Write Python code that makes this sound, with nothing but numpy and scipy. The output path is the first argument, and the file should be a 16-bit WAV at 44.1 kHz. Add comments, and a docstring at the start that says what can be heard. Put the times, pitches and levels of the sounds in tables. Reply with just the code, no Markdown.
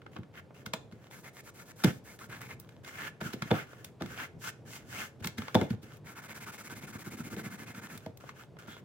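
"""Cleaning a leather flat

A work table in a small room, a stereo microphone close to the shoe. A cotton ball wipes the leather,
a bare palm strokes it, then the cotton scrubs quickly to and fro: tiny slips make a rasp and a hiss,
and the hollows of shoe and hand colour the rasp. Fingers pat, tick and squeak once on the leather.
Whenever the shoe is turned, the sole knocks and sets the table ringing; at times the heel clacks too."""
import sys
import numpy as np
from scipy import signal
from scipy.fft import rfft, irfft, next_fast_len
from scipy.io import wavfile
from scipy.ndimage import uniform_filter1d

SR = 44100
rng = np.random.default_rng(int(sys.argv[2]) if len(sys.argv) > 2 else 0)


def master(y):
    """Save y as 16-bit WAV."""
    cut = np.clip(np.atleast_2d(y).T, -1, 1)
    pcm = np.round(cut * 32767)  # scale
    wavfile.write(sys.argv[1], SR, pcm.astype(np.int16))


N = 389844
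TIME = np.arange(N) / SR


def from_db(db):
    return 10 ** (np.asarray(db) / 20)


def unit_power(x):
    return x / np.sqrt(np.mean(x ** 2) + 1e-20)


def add(out, start_s, sound):
    """Mix a sound in at its start time."""
    at = int(start_s * SR)
    out[..., at:at + sound.shape[-1]] += sound[..., :N - at]


def cut(x, hz, kind, order=2):
    """Low- or high-pass."""
    return signal.sosfilt(signal.butter(order, np.clip(hz, 15, .45 * SR), kind, fs=SR, output="sos"), x)


def colour(x, spectrum, tilt_db=0):
    """Give noise a spectrum, tilted by so many dB an octave; unit power."""
    size = next_fast_len(x.shape[-1])
    octave = np.log2(np.maximum(np.fft.rfftfreq(size, 1 / SR), 1))
    hz, db = np.transpose(spectrum)
    bass_fall = np.minimum(octave - np.log2(hz[0]), 0) * 20
    gain = from_db(np.interp(octave, np.log2(hz), db) + tilt_db * octave + bass_fall)
    return unit_power(irfft(rfft(x, size) * gain, size)[..., :x.shape[-1]])


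def drift(per_s):
    """A random wavering with a spread of one."""
    knots = rng.standard_normal(int(N / SR * per_s) + 2)
    return unit_power(np.interp(TIME * per_s, np.arange(len(knots)), knots))


def stereo_noise(width, size=N):
    """White noise common to both sides, with a share that differs."""
    mid, side = rng.standard_normal((2, size))
    return unit_power(mid + width * side * np.array([[1], [-1]]))


def in_time(rows):
    """Join the rows of a curve by straight lines, one track for each column."""
    times, *columns = np.transpose(rows)
    return [np.interp(TIME, times, column) for column in columns]


def ringing(modes, t, longest_cycles=np.inf):
    """One dying sine for each mode, alternating in sign."""
    hz, db, t60 = np.transpose(modes)[:, :, None]
    t60 = np.minimum(t60, longest_cycles / hz)
    sign = (-1) ** np.arange(len(hz))[:, None]
    return sign * from_db(db - 60 * t / t60) * np.sin(2 * np.pi * hz * t)


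# The air of the small room, behind everything. Each row: frequency in Hz, relative level in dB.
ROOM_SPECTRUM = [(25, -40), (50, -18), (80, -7), (120, 3.5), (200, -6.5), (300, -10), (450, -9),
                 (800, -19.5), (1500, -30), (3500, -38), (8000, -47), (16000, -55)]


def room_tone():
    """Faint steady air over a low rumble that wavers."""
    air = from_db(-54.3) * colour(stereo_noise(width=.29), ROOM_SPECTRUM)
    rumble = cut(air, 300, "low", order=1)
    return air - rumble + rumble * from_db(2.5 * drift(per_s=16))


def reflections(x, t60, wall_hz):
    """The near walls return a diffuse tail, different at each side and duller than the direct sound."""
    t = TIME[:SR // 2]
    tail = rng.standard_normal((2, len(t))) * (t > .004) * from_db(-60 * t / t60)
    tail /= np.sqrt(np.sum(tail[0] ** 2))
    tail = cut(tail, wall_hz, "low", order=1)
    tail = cut(tail, 490, "high", order=1)
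    return signal.fftconvolve(x.mean(0)[None], tail, axes=1)[:, :N]


# The hollow heel. Each row: frequency in Hz, relative level in dB, seconds to fall 60 dB.
HEEL_MODES = [(465, -4, 0.12), (637, -0.5, 0.087), (832, -4.5, 0.055), (956, -3.5, 0.046),
              (1230, -15.5, 0.11), (3490, 2.5, 0.028)]
# The heel meets the table. Each row: start in seconds, relative level in dB, contact cut-off in Hz.
HEEL_TAPS = [(0.737, -34.5, 3000), (3.211, -43, 1200), (3.513, -26.5, 4520), (4.01, -37, 900),
             (5.552, -21, 5000), (8.063, -36, 735)]


def heel():
    """The hard edge of the heel gives a short, hollow, woody clack."""
    out = np.zeros(N)
    rings = ringing(HEEL_MODES, TIME[:SR // 4])
    for start, db, contact_hz in HEEL_TAPS:
        clack = (rings * from_db(rng.standard_normal((len(rings), 1)))).sum(0)
        add(out, start, from_db(db) * cut(clack, contact_hz, "low"))
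    return out


# The shoe is bumped or set down, close to the microphone. Each row: time in seconds, relative thud in dB,
# contact cut-off in Hz, relative slap in dB, slap tilt in dB per octave, slap rise in seconds.
BUMPS = [(0.166, -43, 990, -31, -6.5, 0.0013), (0.187, -32, 158, -55, 6, 0.0016),
         (0.663, -36, 200, -29, 2.5, 0.002), (0.737, -33, 900, -21.5, 2, 0.0014),
         (0.925, -39.5, 190, -46.5, -0.5, 0.0017), (1.845, -12.5, 278, -16.5, 3, 0.0016),
         (3.214, -32.5, 400, -29.5, -2, 0.0032), (3.254, -30, 280, -41, 6, .008),
         (3.335, -31, 430, -30, 3.5, 0.0041), (3.423, -27, 160, -23.5, 0, 0.0013),
         (3.514, -15.5, 900, -21.5, -2, .0013), (4.01, -30.5, 675, -36.5, -1, 0.005),
         (4.022, -29.5, 332, -29.5, 0.5, 0.0008), (5.206, -40, 170, -48, 3, 0.0062),
         (5.246, -34, 397, -25, 2.5, 0.0026), (5.257, -30, 190, -30, 10, 0.0035),
         (5.273, -41, 302, -24, 4, 0.0011), (5.384, -27.5, 233, -29, 2, 0.0032),
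         (5.552, -12.5, 900, -19, 1, 0.00092), (5.614, -19.5, 700, -25, -0.5, 0.00088),
         (5.706, -21, 159, -33.5, 2, 0.004), (5.832, -42, 249, -43.5, 6, 0.0073),
         (7.366, -32, 520, -40, 1, .0015), (8.063, -34.5, 600, -40.5, 1, 0.0014),
         (8.682, -39, 300, -41, -6, 0.0024)]
HARD_LANDING_DB, EDGE_LEAD_S = -17.5, .0055


def sole_contacts():
    """Each bump ends in a soft rebound; a hard landing touches with the edge first."""
    rebound_s, rebound_hz, edge_hz = .029, 482, 780
    for start, db, contact_hz, *_ in BUMPS:
        yield start, db, contact_hz
        yield start + rebound_s, db - 15, rebound_hz
        if db > HARD_LANDING_DB:
            yield start - EDGE_LEAD_S, db - 7, edge_hz


# The table top under the shoe. Each row: frequency in Hz, relative level in dB,
# seconds to fall 60 dB before the hands damp it.
TABLE_MODES = [(103, -8.5, 0.096), (163, 1, 0.042), (221.6, 1.5, 0.055), (300, -4, 0.034),
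               (342, -2.5, 0.055), (457.7, -7.5, 0.077), (511, -15, 0.13), (766, -0.5, 0.016),
               (876, 1, 0.014), (2160, -12.5, 0.007)]
# The blur of weaker modes and loose things on the table. Each row: frequency in Hz, relative level in dB.
TABLE_WASH = [(50, -22), (110, 7.5), (220, 6), (450, -2), (850, -2), (1200, -22), (3400, -27),
              (6000, -16.5)]


def knocks(wash_db, wash_t60):
    """The sole sets the table ringing; a soft contact reaches only the low modes."""
    out, t = np.zeros((2, N)), TIME[:SR // 4]
    rings = ringing(TABLE_MODES, t, longest_cycles=80)
    wash_fade = from_db(wash_db - 60 * t / wash_t60)
    for start, db, contact_hz in [*sole_contacts(), *rocking_contacts()]:
        modes = rings * from_db(1.7 * rng.standard_normal((len(rings), 1)))
        wash = colour(stereo_noise(.25, len(t)), TABLE_WASH) * wash_fade
        blow = cut(modes.sum(0) + wash, contact_hz, "low")
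        onset_rms = np.sqrt(np.mean(blow[:, :SR // 100] ** 2))
        add(out, start, from_db(db - 5) * blow / onset_rms)
    return cut(out, 71, "high", order=4)   # the knocks carry no deep bass


# The hollow of the shoe. Each row: frequency in Hz, width in Hz, gain added to the direct sound.
SHOE_RESONANCES = [(1476, 247, 2.95), (1726, 90, 1.9), (2113, 106, 2.76), (2430, 160, 0.78)]


def hollow_shoe(x):
    """The shoe under the hand resonates with whatever rubs or pats it."""
    return x + sum(gain * signal.lfilter(*signal.iirpeak(hz, hz / width, fs=SR), x)
                   for hz, width, gain in SHOE_RESONANCES)


# Fingertips on the leather. Each row: time in seconds, relative level in dB, tilt in dB per octave.
FINGER_TICKS = [(0.019, -46, -2), (0.065, -37, -6), (0.234, -46.5, -2.5), (0.508, -42, -10),
                (1.112, -42.5, 0), (2.191, -42, 2.5), (2.417, -37.5, 9.5), (2.6, -33, 13.5),
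                (2.692, -46, 2.5), (2.848, -40, 2.5), (3.733, -38.5, -5.5), (3.847, -31.5, 7.5),
                (4.061, -38.5, 2.5), (5.421, -31.5, -2.5), (5.483, -29, -3), (5.936, -51.5, 4),
                (5.971, -47.5, 9.5), (7.977, -37, 7), (8.174, -42, 9.5), (8.241, -37, -12),
                (8.293, -33, -2), (8.569, -43, -6), (8.768, -39.5, -4)]
TICK_RISE_S = .0014


def skin_contacts():
    """The slap of each bump, double in a hard landing, and the ticks of the fingertips."""
    slaps, edges = [], []
    for start, thud_db, _, db, tilt_db, rise_s in BUMPS:
        slaps.append((start, db, tilt_db, rise_s))
        if thud_db > HARD_LANDING_DB:
            edges.append((start - EDGE_LEAD_S, db - 3.5, tilt_db, rise_s))
    return slaps + edges + [(*tick, TICK_RISE_S) for tick in FINGER_TICKS]


# A slap on leather, heard close up. Each row: frequency in Hz, relative level in dB.
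SLAP_SPECTRUM = [(300, -4), (1000, 4), (1550, -2.5), (2050, -3.5), (2700, -3.5), (3450, 1), (4300, -4.5),
                 (5100, -5.5), (6300, -9), (10000, -16), (15000, -19)]


def pats(tail_db, tail_t60, snap):
    """Skin brushes in and lands with a crack, and the shoe rings; a soft pad is slower and snaps less."""
    lead_s = .015
    out, t = np.zeros((2, N)), TIME[:SR // 4] - lead_s
    after = np.maximum(t, 0)
    for landing, db, tilt_db, rise_s in skin_contacts():
        brush_in = np.exp(np.minimum(t, 0) / rise_s)
        crack = np.exp(-after / (1.4 * rise_s))
        tail = from_db(tail_db - 60 * after / tail_t60)
        contact = brush_in * (crack + tail) * stereo_noise(.68, len(t))
        contact[:, int(lead_s * SR)] += snap * TICK_RISE_S / rise_s
        pat = colour(hollow_shoe(contact), SLAP_SPECTRUM, tilt_db)
        add(out, landing - lead_s, from_db(db - 24) * pat)
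    return out


def squeak(start, end, hz, width_hz, db):
    """A fingertip sticks and slips unevenly on the leather: a short, hoarse whistle."""
    slips = signal.lfilter(*signal.iirpeak(hz, hz / width_hz, fs=SR), rng.standard_normal(N))
    swell = np.sin(np.pi * np.interp(TIME, [start, end], [0, 1]))
    return from_db(db) * unit_power(slips) * swell


def cupped_hand(x, swing_octaves, centre_hz=1780, width_hz=290, gain=1.35):
    """The hollow of the hand adds a resonance that wanders and swings as the hand moves."""
    hz = centre_hz * 2 ** (swing_octaves + .24 * drift(per_s=28))
    carrier = np.exp(2j * np.pi * np.cumsum(hz) / SR)
    pole = np.exp(-np.pi * width_hz / SR)
    resonance = 2 * np.real(carrier * signal.lfilter([1 - pole], [1, -pole], x * carrier.conj()))
    return x + gain * resonance


def friction(spectrum, rasp, hiss, swing_octaves, catches_per_s, catch_db, width):
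    """Tiny slips make a grainy rasp, fine texture a smoother hiss, and the grain catches with ticks."""
    hiss_edge_hz = 3800
    noise = colour(stereo_noise(width), spectrum)
    grain_db = 2 * drift(per_s=900) + 1.3 * drift(per_s=90)
    low = cut(noise, hiss_edge_hz, "low", order=3) * from_db(grain_db)
    high = cut(noise, hiss_edge_hz, "high", order=3) * from_db(.5 * grain_db)
    catches = (rng.random(N) < catches_per_s / SR) * rng.uniform(-.8, 1, N)
    ticks = colour(cut(catches, hiss_edge_hz, "low", order=1), SLAP_SPECTRUM)
    tick_level = from_db(catch_db) * np.sqrt(np.abs(rasp))   # even a slow, light touch catches
    body = cupped_hand(hollow_shoe(low), swing_octaves)
    return rasp * unit_power(body) + hiss * unit_power(high) + tick_level * ticks


def stroke_speed(start, fastest, end):
    """The hand speeds up and slows again over one stroke."""
    t = TIME[int(start * SR):int(end * SR)]
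    return np.abs(np.sin(np.pi * np.interp(t, [start, fastest, end], [0, .5, 1])))


# The fingers shift their grip on the shoe. Each row: start and end in seconds, rustle level in dB.
GRIPS = [(0.112, 0.195, -61), (0.54, 0.645, -63.5), (0.91, 1.106, -64), (1.85, 1.927, -43),
         (2.59, 2.824, -74.5), (2.832, 2.93, -55), (3.203, 3.314, -47), (3.299, 3.527, -57),
         (3.665, 3.916, -63.5), (4.01, 4.187, -53), (4.648, 4.877, -64.5), (5.222, 5.296, -48.5),
         (5.371, 5.758, -54.5), (5.562, 5.667, -59), (5.834, 5.995, -63), (7.995, 8.123, -64.5),
         (8.199, 8.332, -55.5), (8.585, 8.62, -50), (8.61, 8.688, -63), (8.67, 8.811, -54.5)]


def grip_level(attack_s=.0063, release_s=.045):
    """Each change of grip starts quickly, wavers as the fingers fumble, and lets go."""
    held = np.zeros(N)
    for start, end, db in GRIPS:
        ramps = np.minimum((TIME - start) / attack_s, (end - TIME) / release_s)
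        held += from_db(db) * np.clip(ramps, 0, 1)
    return held * from_db(3 * drift(per_s=25))


# Bare skin on leather, heard close up. Each row: frequency in Hz, relative level in dB.
SKIN_SPECTRUM = [(200, -11), (450, -15), (1100, -5), (1550, -8.5), (2400, -10.5), (2820, -5.5),
                 (3200, -7.5), (3900, -14), (6600, -9.5), (10000, -17.5), (15000, -18)]
# The palm's strokes. Each row: start, fastest moment and end in seconds, rasp and hiss levels in dB.
PALM_STROKES = [(0.313, 0.386, 0.42, -49, -66), (2.811, 3.065, 3.12, -40.5, -53),
                (3.477, 3.56, 3.687, -38.5, -54.5), (4.112, 4.226, 4.292, -39, -52.5),
                (4.377, 4.483, 4.52, -42.5, -45), (4.642, 4.745, 4.81, -55, -51),
                (4.835, 5.003, 5.12, -40, -47), (8.32, 8.407, 8.48, -52, -61.5)]


def palm():
    """Skin slides over the leather, swelling with its speed; the pressure rumbles through the shoe."""
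    rasp = grip_level()
    hiss = from_db(-7) * rasp
    for start, fastest, end, rasp_db, hiss_db in PALM_STROKES:
        speed = stroke_speed(start, fastest, end)
        add(rasp, start, from_db(rasp_db) * speed ** 3)
        add(hiss, start, from_db(hiss_db) * speed ** 2)
    rub = friction(SKIN_SPECTRUM, rasp, hiss, swing_octaves=0, catches_per_s=25, catch_db=-38, width=.77)
    rumble = from_db(-9.5) * rasp * colour(stereo_noise(width=.13), TABLE_WASH)
    return rub + rumble


# The pace of the scrub. Each row: time in seconds, strokes per second.
SCRUB_PACE = [(6.04, 10), (6.12, 8), (6.17, 15.4), (6.42, 17.1), (6.97, 17.35), (7.18, 15.05),
              (7.42, 15.35), (7.6, 11.7), (7.86, 14.25), (7.995, 5)]


def scrub_phase():
    """Running count of the scrub's strokes; the hand turns round at each whole number."""
    return np.cumsum(np.interp(TIME, *np.transpose(SCRUB_PACE), left=0, right=0)) / SR


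# How much the cotton shakes the shoe on the table. Each row: time in seconds, multiple of the rasp.
SHAKING = [(6.6, 0.27), (7.38, 1.78), (7.62, 0.52), (8.0, 0.84)]


def rocking_contacts(contact_hz=288):
    """In mid-stroke of the scrub the shoe rocks onto the table, less on the way back."""
    phase = scrub_phase()
    shaking, = in_time(SHAKING)
    for stroke in range(round(phase[-1])):
        at = min(np.searchsorted(phase, stroke + .49), N - 1)
        db = -36.5 + 20 * np.log10(shaking[at]) - 6 * (stroke % 2)
        yield TIME[at], db + rng.uniform(-2, 1), contact_hz


# How hard the cotton scrubs. Each row: time in seconds, relative levels of rasp and hiss in dB.
SCRUB_EFFORT = [(6.078, -51, -64), (6.25, -48.5, -60.5), (6.45, -47.5, -57.5), (6.72, -48.5, -58),
                (6.85, -50, -60), (7.1, -47.5, -58.5), (7.46, -46.5, -58.5), (7.62, -48.5, -62),
                (7.93, -48.5, -60.5)]


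def scrub_levels(stick_share, turn_share):
    """Rasp and hiss follow the speed of the cotton, which sticks at each turn of the scrub."""
    phase = scrub_phase()
    rasp_db, hiss_db = in_time(SCRUB_EFFORT)
    # no two strokes press quite alike
    uneven_db = 1.5 * rng.uniform(-2.25, 1, int(phase[-1]) + 1)[phase.astype(int)]
    speed = np.maximum(np.abs(np.sin(np.pi * phase)) - stick_share, 0) / (1 - stick_share)
    moving = (TIME > SCRUB_PACE[0][0]) & (TIME < SCRUB_PACE[-1][0])
    rasp = from_db(rasp_db + uneven_db) * (turn_share + speed ** .51)
    hiss = from_db(hiss_db) * (turn_share + speed ** .67)
    return uniform_filter1d(np.array([rasp, hiss]) * moving, size=200)


# Cotton on leather close to the microphone, and the high sheen of its fibres.
# Each row: frequency in Hz, relative level in dB.
COTTON_SPECTRUM = [(200, -0.5), (450, -3.5), (680, -4), (950, -2), (1500, -9), (2300, -8), (3000, -10),
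                   (4400, -12), (7000, -8), (10000, -12), (16000, -17)]
SHEEN_SPECTRUM = [(11500, -22), (13700, -1), (15800, -2)]
# Single wipes of the cotton ball. Each row: start, fastest moment and end in seconds, rasp level in dB.
COTTON_WIPES = [(1.101, 1.14, 1.226, -53), (1.222, 1.267, 1.302, -49.5), (1.327, 1.404, 1.414, -51.5),
                (1.432, 1.495, 1.507, -53.5), (1.537, 1.602, 1.645, -52.5), (1.65, 1.722, 1.72, -53),
                (1.757, 1.806, 2, -55), (2.039, 2.08, 2.177, -53.5), (2.186, 2.225, 2.272, -51),
                (2.287, 2.327, 2.41, -45.5), (2.404, 2.415, 2.49, -45.5), (2.478, 2.508, 2.55, -44)]


def cotton():
    """Soft fibres rub in slow wipes, then in a fast scrub, brighter one way; they shake the shoe too."""
    rasp, hiss = scrub_levels(stick_share=.1, turn_share=.032)
    for start, fastest, end, rasp_db in COTTON_WIPES:
        speed = stroke_speed(start, fastest, end)
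        add(rasp, start, from_db(rasp_db) * speed ** 1.32)
        add(hiss, start, from_db(-63) * speed ** .55)
    swing_octaves = -.15 * np.sin(np.pi * scrub_phase())
    rub = friction(COTTON_SPECTRUM, rasp, from_db(6) * hiss, swing_octaves,
                   catches_per_s=18, catch_db=-41, width=.48)
    sheen = .63 * hiss * colour(stereo_noise(width=.19), SHEEN_SPECTRUM)
    shaking, = in_time(SHAKING)
    shake_spectrum = [(110, -11), (220, .5), (330, -11.5), (600, -33), (1500, -53)]   # Hz, dB
    shake = rasp * shaking * colour(stereo_noise(width=.11), shake_spectrum)
    return rub + sheen + shake


def scene():
    """The shoe lies close and slightly to the right, so it reaches the microphone's left side later."""
    thuds = knocks(wash_db=-5, wash_t60=.19) * from_db([[-.4], [.4]])
    hands = cotton() + palm()
    hands += squeak(start=8.67, end=8.79, hz=3400, width_hz=250, db=-56)
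    hands += pats(tail_db=-12, tail_t60=.1, snap=4.2)
    shoe = hands + thuds + heel()
    left_lag_samples = 3
    direct = np.array([np.roll(shoe[0], left_lag_samples), shoe[1]])
    return direct + from_db(-10) * reflections(shoe, t60=.31, wall_hz=7100) + room_tone()


def record(dry):
    """The recorder cuts the top steeply above 16 kHz."""
    return signal.sosfilt(signal.ellip(10, .1, 70, 16000, fs=SR, output="sos"), dry)


dry = scene()
out = record(dry)
master(out)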